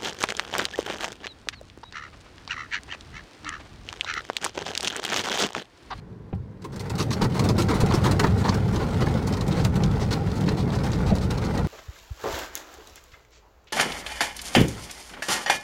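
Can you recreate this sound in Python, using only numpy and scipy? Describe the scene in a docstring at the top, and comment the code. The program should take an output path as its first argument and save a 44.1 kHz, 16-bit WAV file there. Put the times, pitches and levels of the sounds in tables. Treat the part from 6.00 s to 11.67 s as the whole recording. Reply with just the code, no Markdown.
"""Water strikes a car in an automatic wash, heard from inside: gobs splat, sheets slap and drops tick
on the windshield, and the heaviest slugs thump the body panels. Each impact excites the resonances
of the surface it hits. A dense fall sets in, drumming on the roof, shaking the body and pattering on
the bonnet while spray hisses on the glass. Machinery rumbles faintly through the closed doors,
and the cabin adds a very short reverberation to the water at the front."""
import sys
import numpy as np
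from scipy import signal
from scipy.fft import rfft, irfft, next_fast_len
from scipy.io import wavfile
from scipy.ndimage import map_coordinates

SR = 44100
rng = np.random.default_rng(int(sys.argv[2]) if len(sys.argv) > 2 else 0)


def store_pcm(level_fs):
    """Save levels as 16-bit WAV."""
    pcm = np.round(np.clip(level_fs, -1, 1) * 32767).astype(np.int16)
    wavfile.write(sys.argv[1], SR, np.atleast_2d(pcm).T)


N = 250124


def amp(db):
    """Amplitude ratio of a level in decibels."""
    return 10 ** (np.asarray(db) / 20)


def unit(x):
    """Normalisation to an rms of 1."""
    return x / np.sqrt(np.mean(x ** 2) + 1e-20)


def along(points, hz):
    """Interpolation of (frequency, value) points on a logarithmic frequency axis."""
    freqs, values = np.transpose(points)
    return np.interp(np.log(hz + 1), np.log(freqs + 1), values)


def curve(points):
    """Linear interpolation of (time, value) points, one value per sample."""
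    times, values = np.transpose(points)
    return np.interp(np.arange(N) / SR, times, values)


def wobble(rate):
    """Smooth random modulation: a spline through rate Gaussian values a second."""
    knots = rng.standard_normal(int(N * rate / SR) + 4)
    return map_coordinates(knots, [np.arange(N) * rate / SR])


def add(track, start, sound):
    """Superposition: the sound joins the track at start, in seconds."""
    part = track[max(round(start * SR), 0):][:len(sound)]
    part += sound[:len(part)]


def struck(force, spectrum, modes=(), ring_db=0, size=16384):
    """Forced response of a minimum-phase body of unit energy; its modes (Hz, width, dB) add peaks."""
    hz = np.fft.rfftfreq(size, 1 / SR)
    peaks = sum(amp(ring_db + db) / (1 + (2 * (hz - f) / width) ** 2) for f, width, db in modes)
    cepstrum = irfft(np.log(amp(along(spectrum, hz)) * (1 + peaks)))
    cepstrum[1:size // 2] *= 2  # folding the cepstrum makes the response causal
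    cepstrum[size // 2 + 1:] = 0
    response = irfft(np.exp(rfft(cepstrum)))
    return signal.fftconvolve(force, response / np.linalg.norm(response))[:N]


def drops(rate, scatter_db, size=N):
    """Shot noise of rms 1: independent impacts of uneven strength, on average rate a second."""
    lands = rng.random(size) < rate / SR
    strength = amp(scatter_db * np.clip(rng.standard_normal(size), -2, 2))
    return unit(lands * strength * rng.choice([-1, 1], size))


def swarm(rise, hold, fade, rate):
    """Transient shot noise: droplets swell, last until hold, then fall 40 dB per fade (in seconds)."""
    t = np.arange(SR // 8) / SR
    attack = 1 - np.exp(-(t / rise) ** 2)
    decay = amp(-40 * np.maximum(t - hold, 0) / fade)
    return attack * decay * drops(rate, scatter_db=2, size=len(t))


def spatters(rate, scatter_db, fade):
    """Exponential decay: an envelope, rms 1, of random bursts that each fall 40 dB in fade seconds."""
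    decay = amp(-40 * np.arange(SR // 8) / SR / fade)
    return unit(signal.fftconvolve(abs(drops(rate, scatter_db)), decay)[:N])


# Each row: frequency in Hz, reverberation time (60 dB of decay) in seconds.
CABIN_DECAY = [(100, 0.28), (1000, 0.083), (5000, 0.065), (15000, 0.14)]

def cabin(x, wet_db):
    """Diffuse reflection from glass and trim; the echo pattern shifts as the landing place changes."""
    out, hop = x.copy(), SR // 32
    pieces = np.lib.stride_tricks.sliding_window_view(x, 2 * hop)[::hop] * signal.windows.cosine(2 * hop)
    hz, age, noise = signal.stft(rng.standard_normal((len(pieces), SR // 10)), SR, nperseg=128)
    decay = amp(-60 * age / along(CABIN_DECAY, hz)[:, None])
    tails = signal.istft(noise * decay, SR, nperseg=128)[1]
    tails /= np.linalg.norm(tails, axis=1, keepdims=True)
    for k, echo in enumerate(signal.fftconvolve(pieces, tails, axes=1)):
        add(out, k * hop / SR, amp(wet_db) * echo)
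    return out / np.hypot(1, amp(wet_db))


# Each row: frequency in Hz, relative spectral level in dB.
MACHINE_SPECTRUM = [(15, -60), (25, -25), (110, 22), (168, 8), (208, -20), (293, 9), (344, 5.5),
                    (414, 10.5), (632, -7.5), (1050, -2), (1290, -13), (1560, -8.5), (2640, -20),
                    (4850, -25), (8000, -35), (14000, -43)]

def machinery():
    """Transmission loss: the closed doors dull the almost steady noise of pumps and motors."""
    drift_db = .8 * wobble(5)
    return amp(-47 + drift_db) * struck(rng.standard_normal(N), MACHINE_SPECTRUM)


# The fall on the roof sets in, peaks and settles. Each row: time in seconds, flow level in dB.
ROOF_FLOW = [(0.52, -20.5), (0.66, -19.5), (0.75, -12), (0.85, -10.5), (0.92, -6), (1.35, -2), (1.48, 3.5),
             (1.7, -1), (2.05, 1), (2.3, 0), (2.65, -2), (3.8, -0.5), (4.22, -1.5), (4.5, -0.5), (5.25, -2),
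             (5.67, -3.5)]
# Each row: frequency in Hz, relative spectral level in dB.
ROOF_SPECTRUM = [(35, -23), (70, -4.5), (100, -1), (130, 1.5), (160, -2), (190, -1), (250, -9),
                 (310, -12.5), (360, -14.5), (420, -13.5), (560, -20.5), (750, -28.5), (1500, -46.5),
                 (5000, -115)]

def roof_drumming():
    """Random excitation of a plate: a dense, slightly uneven fall of drops drums on the sheet metal."""
    surge_db = .4 * wobble(12)
    gain = amp(-23 + curve(ROOF_FLOW) + surge_db)
    return gain * struck(drops(rate=1600, scatter_db=1), ROOF_SPECTRUM)


# Each row: time in seconds, gain of the boom in dB on top of the flow.
BOOM_SWELLS = [(0.8, -9), (1.2, -2), (1.45, 0), (2.5, 2), (2.9, -7), (5.67, -14)]
# Each row: frequency in Hz, relative spectral level in dB.
BOOM_SPECTRUM = [(55, -46), (82, -18.5), (94, -3), (101, -2.5), (110, -3), (130, -25.5), (250, -61),
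                 (800, -120)]

def roof_boom():
    """Resonance: the middle of the roof booms near 100 Hz under the heaviest water."""
    gain = amp(-30.5 + curve(ROOF_FLOW) + curve(BOOM_SWELLS))
    return gain * struck(drops(rate=300, scatter_db=1), BOOM_SPECTRUM)


# Each row: time in seconds, gain of the rumble in dB on top of the flow.
RUMBLE_SWELLS = [(0.5, -1), (1.2, -12), (2, -4), (2.3, -7), (2.8, 1.5), (3.35, -6), (3.9, 3), (4.25, -5),
                 (4.9, 2.5), (5.67, 4.5)]
# Each row: frequency in Hz, relative spectral level in dB.
RUMBLE_SPECTRUM = [(15, -48), (25, -17), (38, -7.5), (55, 2.5), (75, -8.5), (110, -6.5), (220, -12),
                   (800, -120)]

def body_rumble():
    """Forced vibration: the falling water shakes the whole body in slow, deep swells."""
    gain = amp(-31 + curve(ROOF_FLOW) + curve(RUMBLE_SWELLS))
    return gain * struck(drops(rate=300, scatter_db=1), RUMBLE_SPECTRUM)


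# Spray reaching the windshield and bonnet. Each row: time in seconds, flow level in dB.
FRONT_FLOW = [(0.55, -30), (0.69, -17), (0.87, -6.5), (1.07, -8.5), (1.29, -5.5), (1.4, 2.5), (1.54, -3),
              (1.75, 2), (2.45, 0), (2.62, -1.5), (2.82, 1), (3.45, -2.5), (3.6, 4), (3.71, -7),
              (3.8, -0.5), (4.33, -2), (4.59, -3.5), (4.66, -5.5), (4.72, -1), (5.09, -1), (5.14, -5.5),
              (5.22, -1.5), (5.46, -2), (5.53, 1), (5.58, 2), (5.64, -6)]
# Taps on metal and hiss on glass. Each row: frequency in Hz, relative spectral level in dB.
PATTER_SPECTRUM = [(260, -32.5), (430, 6.5), (620, -2.5), (900, 3.5), (1400, -15.5), (2100, -5.5),
                   (3000, -20), (6000, -90)]
SPRAY_SPECTRUM = [(1200, -4), (2600, -4.5), (4200, -3), (6000, -9.5), (8500, -15), (11000, -21.5),
                  (16000, -25.5)]
# Each row: resonance frequency in Hz, bandwidth in Hz, relative level in dB.
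BONNET_MODES = [(502, 320, -2.5), (781, 51, 0.5), (1393, 246, 13.5), (1890, 36, -3)]

def patter_and_spray():
    """Amplitude modulation: flurries and small gobs vary the bonnet's patter and the hiss on the glass."""
    flow_db = curve(FRONT_FLOW) + 1.1 * wobble(45)
    single_drops = spatters(rate=130, scatter_db=4, fade=.01)
    small_gobs = amp(-10.5) * spatters(rate=34, scatter_db=3, fade=.079)
    taps = struck(drops(rate=900, scatter_db=0), PATTER_SPECTRUM, BONNET_MODES, ring_db=4)
    hiss = struck(rng.standard_normal(N), SPRAY_SPECTRUM)
    patter = amp(-36.5 + flow_db) * (1 + small_gobs) * taps
    spray = amp(-47 + flow_db) * (.75 + .45 * single_drops + small_gobs) * hiss
    return patter + spray


# Single drops on the glass. Each row: start in seconds, level in dB, pitch of the trapped air in Hz.
TICKS = [(1.218, -23, 4650), (1.396, -33, 4200), (1.489, -20.5, 4900), (1.923, -24.5, 3000),
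         (2.165, -37, 4000), (2.197, -19, 4200), (2.496, -27.5, 4260), (2.973, -37, 3360),
         (3.023, -28, 3170), (3.11, -42, 4200), (3.14, -28.5, 3460), (3.275, -37, 4430), (3.409, -34, 4240),
         (3.526, -30.5, 3770), (3.65, -24, 2800), (3.861, -33, 4000), (3.876, -41, 3760),
         (4.317, -32, 3160), (4.441, -38, 3020), (4.488, -26, 4260), (4.703, -34, 3450), (4.788, -34, 4230),
         (4.903, -43, 3630), (4.918, -32, 6630), (4.933, -27.5, 4090), (5.104, -34, 4100),
         (5.154, -30, 4810), (5.163, -34, 4300), (5.184, -31, 3970), (5.266, -42, 5070), (5.308, -33, 5100),
         (5.425, -43, 4590), (5.44, -33, 4430), (5.468, -33, 4100), (5.556, -40, 4570)]
# Each row: frequency in Hz, relative spectral level in dB.
TICK_SPECTRUM = [(500, -26), (1500, -6), (4000, 4.5), (7000, -1), (16000, -22)]

def ticks(bandwidth_hz=800):
    """Bubble resonance: a drop cracks on the glass and the air it traps rings for a few cycles."""
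    out = np.zeros(N)
    for start, db, hz in TICKS:
        crack = swarm(rise=.0009, hold=.001, fade=.009, rate=9000)
        tick = struck(crack, TICK_SPECTRUM, [(hz, bandwidth_hz, 0)], ring_db=7, size=2048)
        add(out, start - .001, amp(db) * tick)
    return out


# Sheets of water on the glass. Each row: start in seconds, level in dB, pitch in Hz,
# contact time in seconds, gain of the low band in dB.
SLAPS = [(1.212, -25.5, 945, 0.011, 3), (1.248, -26.5, 915, 0.011, -2), (1.394, -26, 1000, 0.0041, 0),
         (1.491, -21.5, 900, 0.0049, 12), (1.58, -24, 1040, 0.012, 7), (1.686, -30, 1400, 0.012, 0),
         (1.708, -22.5, 980, 0.011, 3), (1.726, -27, 1260, 0.019, 9), (1.938, -22, 1140, .0051, 3),
         (1.958, -28, 900, 0.0066, 9), (2.057, -23, 980, 0.021, -3), (2.129, -34, 950, 0.0074, 2),
         (2.195, -20, 1480, 0.0059, -5), (2.236, -21, 1020, 0.013, -5), (2.451, -26.5, 970, 0.0085, -7),
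         (2.481, -28, 1120, 0.012, -15), (2.526, -26, 1310, .0048, -1), (3.022, -30.5, 840, .0068, 6),
         (3.068, -26.5, 860, 0.006, -7)]
# Each row: frequency in Hz, relative spectral level in dB.
SMACK_SPECTRUM = [(150, -30.5), (340, 8.5), (700, -2.5), (1000, 0.5), (1400, -4.5), (2000, -4.5),
                  (3000, -23), (5000, -19), (12000, -48)]

def slaps(bandwidth_hz=190, flex_hz=310, flex_octaves=.6):
    """Damped resonance: wet glass barely rings under a flat sheet; a thick one flexes the whole pane."""
    out = np.zeros(N)
    for start, db, hz, hold, flex_db in SLAPS:
        push = swarm(rise=.00083, hold=hold, fade=.033, rate=8000)
        spectrum = [(f, level + flex_db * np.exp(-(np.log2(f / flex_hz) / flex_octaves) ** 2))
                    for f, level in SMACK_SPECTRUM]
        smack = struck(push, spectrum, [(hz, bandwidth_hz, 0)], ring_db=3.5, size=4096)
        add(out, start - .002, amp(db) * smack)
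    return out


# Heavy blows on the body. Each row: start in seconds, peak level of the boom in dB, its centre in Hz,
# level of the knock in dB relative to the boom, pitch of the knock in Hz, contact time in seconds.
THUMPS = [(0.33, -21, 127, -1.5, 800, 0.0029), (0.909, -22, 110, -29, 600, .011),
          (1.221, -17, 170, -10, 340, 0.032), (1.453, -31, 100, -25, 600, 0.0097),
          (1.832, -14.5, 122, -4.5, 427, 0.012), (1.937, -30, 170, -3, 340, 0.043),
          (2.239, -16, 170, -3.5, 343, 0.015), (2.277, -16, 78, -16, 450, 0.013),
          (2.485, -21, 95, -28, 450, .008), (3.005, -17, 119, -9.5, 424, 0.034),
          (3.147, -16, 190, -5, 500, 0.0068), (3.651, -16, 105, -1, 520, 0.0056),
          (3.768, -18.5, 170, -8, 460, .011), (3.819, -28, 120, 2, 834, 0.013),
          (5.1, -23.5, 190, 0, 790, 0.017), (5.121, -11, 202, -9.5, 644, 0.015),
          (5.581, -29, 120, -2, 800, 0.0097)]
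# Each row: natural frequency in Hz, relative level in dB, time to decay by 60 dB in seconds.
PANEL_MODES = [(74.4, -3.5, 0.45), (98.2, -4, 0.56), (122.3, -6, 0.44), (185.7, 4, 0.14), (213.3, 0.5, 0.1),
               (331, -30, 0.18)]
# The hollow knock. Each row: frequency in Hz, relative spectral level in dB.
HOLLOW_SPECTRUM = [(100, 12), (250, -1), (430, 3.5), (800, -5.5), (1300, -18), (2000, -19), (4000, -30.5),
                   (9000, -101)]

def thumps(octave_loss_db=4.5, rise_s=.0036, bandwidth_hz=94):
    """Modal vibration: a slug of water knocks a hollow panel; the spot decides which modes boom."""
    out, t = np.zeros(N), np.arange(SR // 2) / SR
    for start, db, centre_hz, knock_db, knock_hz, hold in THUMPS:
        boom = np.zeros(len(t))
        for hz, level, t60 in PANEL_MODES:
            mode_db = level - octave_loss_db * np.log2(hz / centre_hz) ** 2
            boom += amp(mode_db - 60 * t / t60) * np.sin(2 * np.pi * (hz * t + rng.random()))
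        boom *= 1 - np.exp(-t / rise_s)
        add(out, start, amp(db) * boom / abs(boom).max())
        push = swarm(rise=.003, hold=hold, fade=.036, rate=5000)
        knock = struck(push, HOLLOW_SPECTRUM, [(knock_hz, bandwidth_hz, 0)], ring_db=6, size=4096)
        add(out, start - .004, amp(db + knock_db) * knock)
    return out


# Big gobs on the windshield. Each row: start in seconds, level of the splash in dB, levels of the
# knock and of the fizz in dB relative to the splash, pouring time in seconds.
SPLATS = [(0.349, -60.5, 14, -6, 0.0036), (0.621, -50.5, 5, -10, 0.0048), (0.643, -48, 10.5, -2.5, 0.011),
          (0.722, -54, 6, -5, 0.024), (0.761, -43.5, 6, -3, 0.0045), (0.795, -41.5, 4, -6, 0.016),
          (0.898, -38.5, 6.5, -5, 0.0074), (0.955, -38, 5, -6, .002), (0.981, -36.5, 5.5, -5, 0.024),
          (1.0, -32, 3.5, -15, 0.018), (1.026, -34.5, 0, -5, 0.0036), (1.107, -35.5, 4.5, -8, 0.013),
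          (1.127, -30.5, -3, -10.5, 0.011), (1.215, -34, 7, -10, 0.017), (1.24, -33.5, 3.5, -9, 0.0094),
          (1.344, -44, 11.5, -4, 0.029), (1.394, -29, 0, -8, 0.0053), (1.44, -37, 6, -4.5, 0.016),
          (1.489, -35, 5, -7.5, 0.015), (1.581, -34, 4.5, -4.5, 0.03), (1.621, -28.5, -17, -9, 0.0041),
          (1.686, -36.5, 7, -9, 0.031), (1.742, -40, 3, -5, 0.019), (1.804, -35.5, 7, -1, 0.014),
          (1.862, -33, 7, -5.5, 0.0017), (1.905, -40, 15.5, -22, 0.0091), (1.939, -32.5, -5, -6.5, 0.017),
          (2.039, -35, 8, -5.5, 0.032), (2.112, -32, 5.5, -3.5, 0.0082), (2.196, -25, 6.5, -8, 0.0063),
          (2.239, -36, 20, -17, 0.006), (2.27, -36.5, 6, -8, 0.004), (2.378, -44, 8, -6, 0.039),
          (2.442, -38.5, 7, -14, 0.028), (2.482, -37.5, 7, -18, 0.0095), (2.492, -26, -20, -20, 0.0046),
          (2.544, -37.5, 9, -3, 0.0045), (2.727, -46.5, 12, -5, 0.025), (2.76, -34, 7, -10, 0.0035),
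          (2.793, -45.5, 12, -11, 0.048), (2.908, -46, -3, -10, 0.0035), (3.007, -38, 10.5, -18, 0.02),
          (3.061, -41, 10, -8, 0.0068), (3.271, -40.5, 8.5, -1, 0.0097), (3.283, -37, 8, -12, 0.002),
          (3.325, -38, 6, -8, 0.0046), (3.337, -33, -0.5, -15, 0.0035), (3.37, -40.5, 6, -8, 0.0065),
          (3.411, -35, 4, -8, 0.0034), (3.48, -42, -9, 3, 0.0031), (3.51, -39.5, 3, -18, 0.021),
          (3.571, -42.5, 0, -15, 0.046), (3.649, -29.5, 7, -2, 0.0019), (3.756, -38.5, 6.5, -6, 0.012),
          (3.837, -28, -1, -14, 0.002), (4.002, -41, 5, -14, 0.035), (4.108, -36, 6, -11, 0.019),
          (4.127, -30, -2, -10.5, 0.01), (4.355, -44.5, -14, -7, 0.028), (4.409, -37, -13, -7.5, 0.0029),
          (4.461, -45, -9, -15, 0.0099), (4.477, -40.5, 18, -16, 0.003), (4.49, -31, -16, -24, 0.0039),
          (4.57, -42, 4.5, -10, 0.041), (4.722, -44, 9.5, -12, 0.02), (4.751, -42, 5, -8, 0.012),
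          (4.77, -50, 0, -10, 0.0036), (4.836, -38.5, 4, -8, 0.011), (4.916, -45, -3, -14, 0.034),
          (5.063, -41.5, 4, -9, 0.036), (5.154, -43, -12, 1.5, 0.0021), (5.211, -43, 2, -9, 0.035),
          (5.307, -36, 3.5, -6.5, 0.0071), (5.376, -41.5, 5, -10, 0.01), (5.448, -40, -9, -8.5, 0.011),
          (5.577, -32.5, 5.5, -10, 0.0026)]
# Each row: resonance frequency in Hz, bandwidth in Hz, relative level in dB.
GLASS_MODES = [(330, 90, -2), (560, 80, -5), (820, 110, 0), (1010, 120, 1.5), (1195, 90, -3),
               (1430, 130, 2), (1930, 170, 3), (2430, 120, -2)]
# The splash, its finest droplets, the knock of the glass and the dull thud of the bodywork.
# Each row: frequency in Hz, relative spectral level in dB.
SPLASH_SPECTRUM = [(900, -45), (2000, -2), (3000, -2.5), (4200, 3), (6000, -4), (8500, -16), (11000, -43),
                   (16000, -49)]
FIZZ_SPECTRUM = [(3000, -41), (6000, 3.5), (8500, -0.5), (11000, -6), (16000, -13)]
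KNOCK_SPECTRUM = [(120, -22), (300, -1), (480, -5), (680, -11), (1000, -1), (1500, -8), (2100, -11),
                  (3000, -14), (6000, -36)]
THUD_SPECTRUM = [(60, -30), (130, -11), (220, -4), (320, 4), (400, 0), (520, -8), (800, -16), (2000, -50),
                 (6000, -120)]

def splats():
    """Momentum transfer: a gob knocks the glass and thuds the body as it bursts into splash and fizz."""
    knocks, thuds, splashes, fizz = np.zeros((4, N))
    for start, db, knock_db, fizz_db, hold in SPLATS:
        swell = .017 * hold  # a long gob builds more slowly
        burst_rise, burst_fade = .0009 + swell, .024 + hold
        push_rise = .0067 + swell  # the glass yields more slowly than the water bursts
        air_pocket = [(4500 * np.exp(.42 * rng.standard_normal()), 1400, 0)]
        # each spot on the glass rings differently
        spot_modes = [(hz * np.exp(.11 * rng.standard_normal()), width, level + 3 * rng.standard_normal())
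                      for hz, width, level in GLASS_MODES]
        burst = swarm(burst_rise, hold, burst_fade, rate=4200)
        push = swarm(push_rise, hold, fade=.049, rate=6000)
        splash = struck(burst, SPLASH_SPECTRUM, air_pocket, ring_db=-1, size=2048)
        knock = struck(push, KNOCK_SPECTRUM, spot_modes, ring_db=-3, size=4096)
        thud_db = min(db + knock_db + 2.5, -19)  # the stiff bodywork gives only so far
        add(splashes, start - .002, amp(db) * splash)
        add(fizz, start - .002, amp(db + fizz_db) * swarm(burst_rise, hold, burst_fade, rate=8000))
        add(knocks, start - .003, amp(db + knock_db) * knock)
        add(thuds, start - .003, amp(thud_db) * swarm(push_rise, hold, fade=.041, rate=3000))
    return splashes + knocks + struck(fizz, FIZZ_SPECTRUM) + struck(thuds, THUD_SPECTRUM)


def scene():
    """Superposition at the front seat, in mono: water on glass and bodywork over the machinery."""
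    front = cabin(patter_and_spray() + splats() + slaps(), wet_db=-5.5)
    near_drops = cabin(ticks(), wet_db=-4)
    bodywork = roof_drumming() + roof_boom() + body_rumble() + thumps()
    return (front + near_drops + bodywork + machinery())[None]


def record(dry):
    """Band limiting: an ideal low-pass filter removes the highest treble."""
    cutoff_hz = 15900
    size = next_fast_len(N + SR // 2)
    passband = np.fft.rfftfreq(size, 1 / SR) < cutoff_hz
    return irfft(rfft(dry, size) * passband, size)[..., :N]


dry = scene()
out = record(dry)
store_pcm(out)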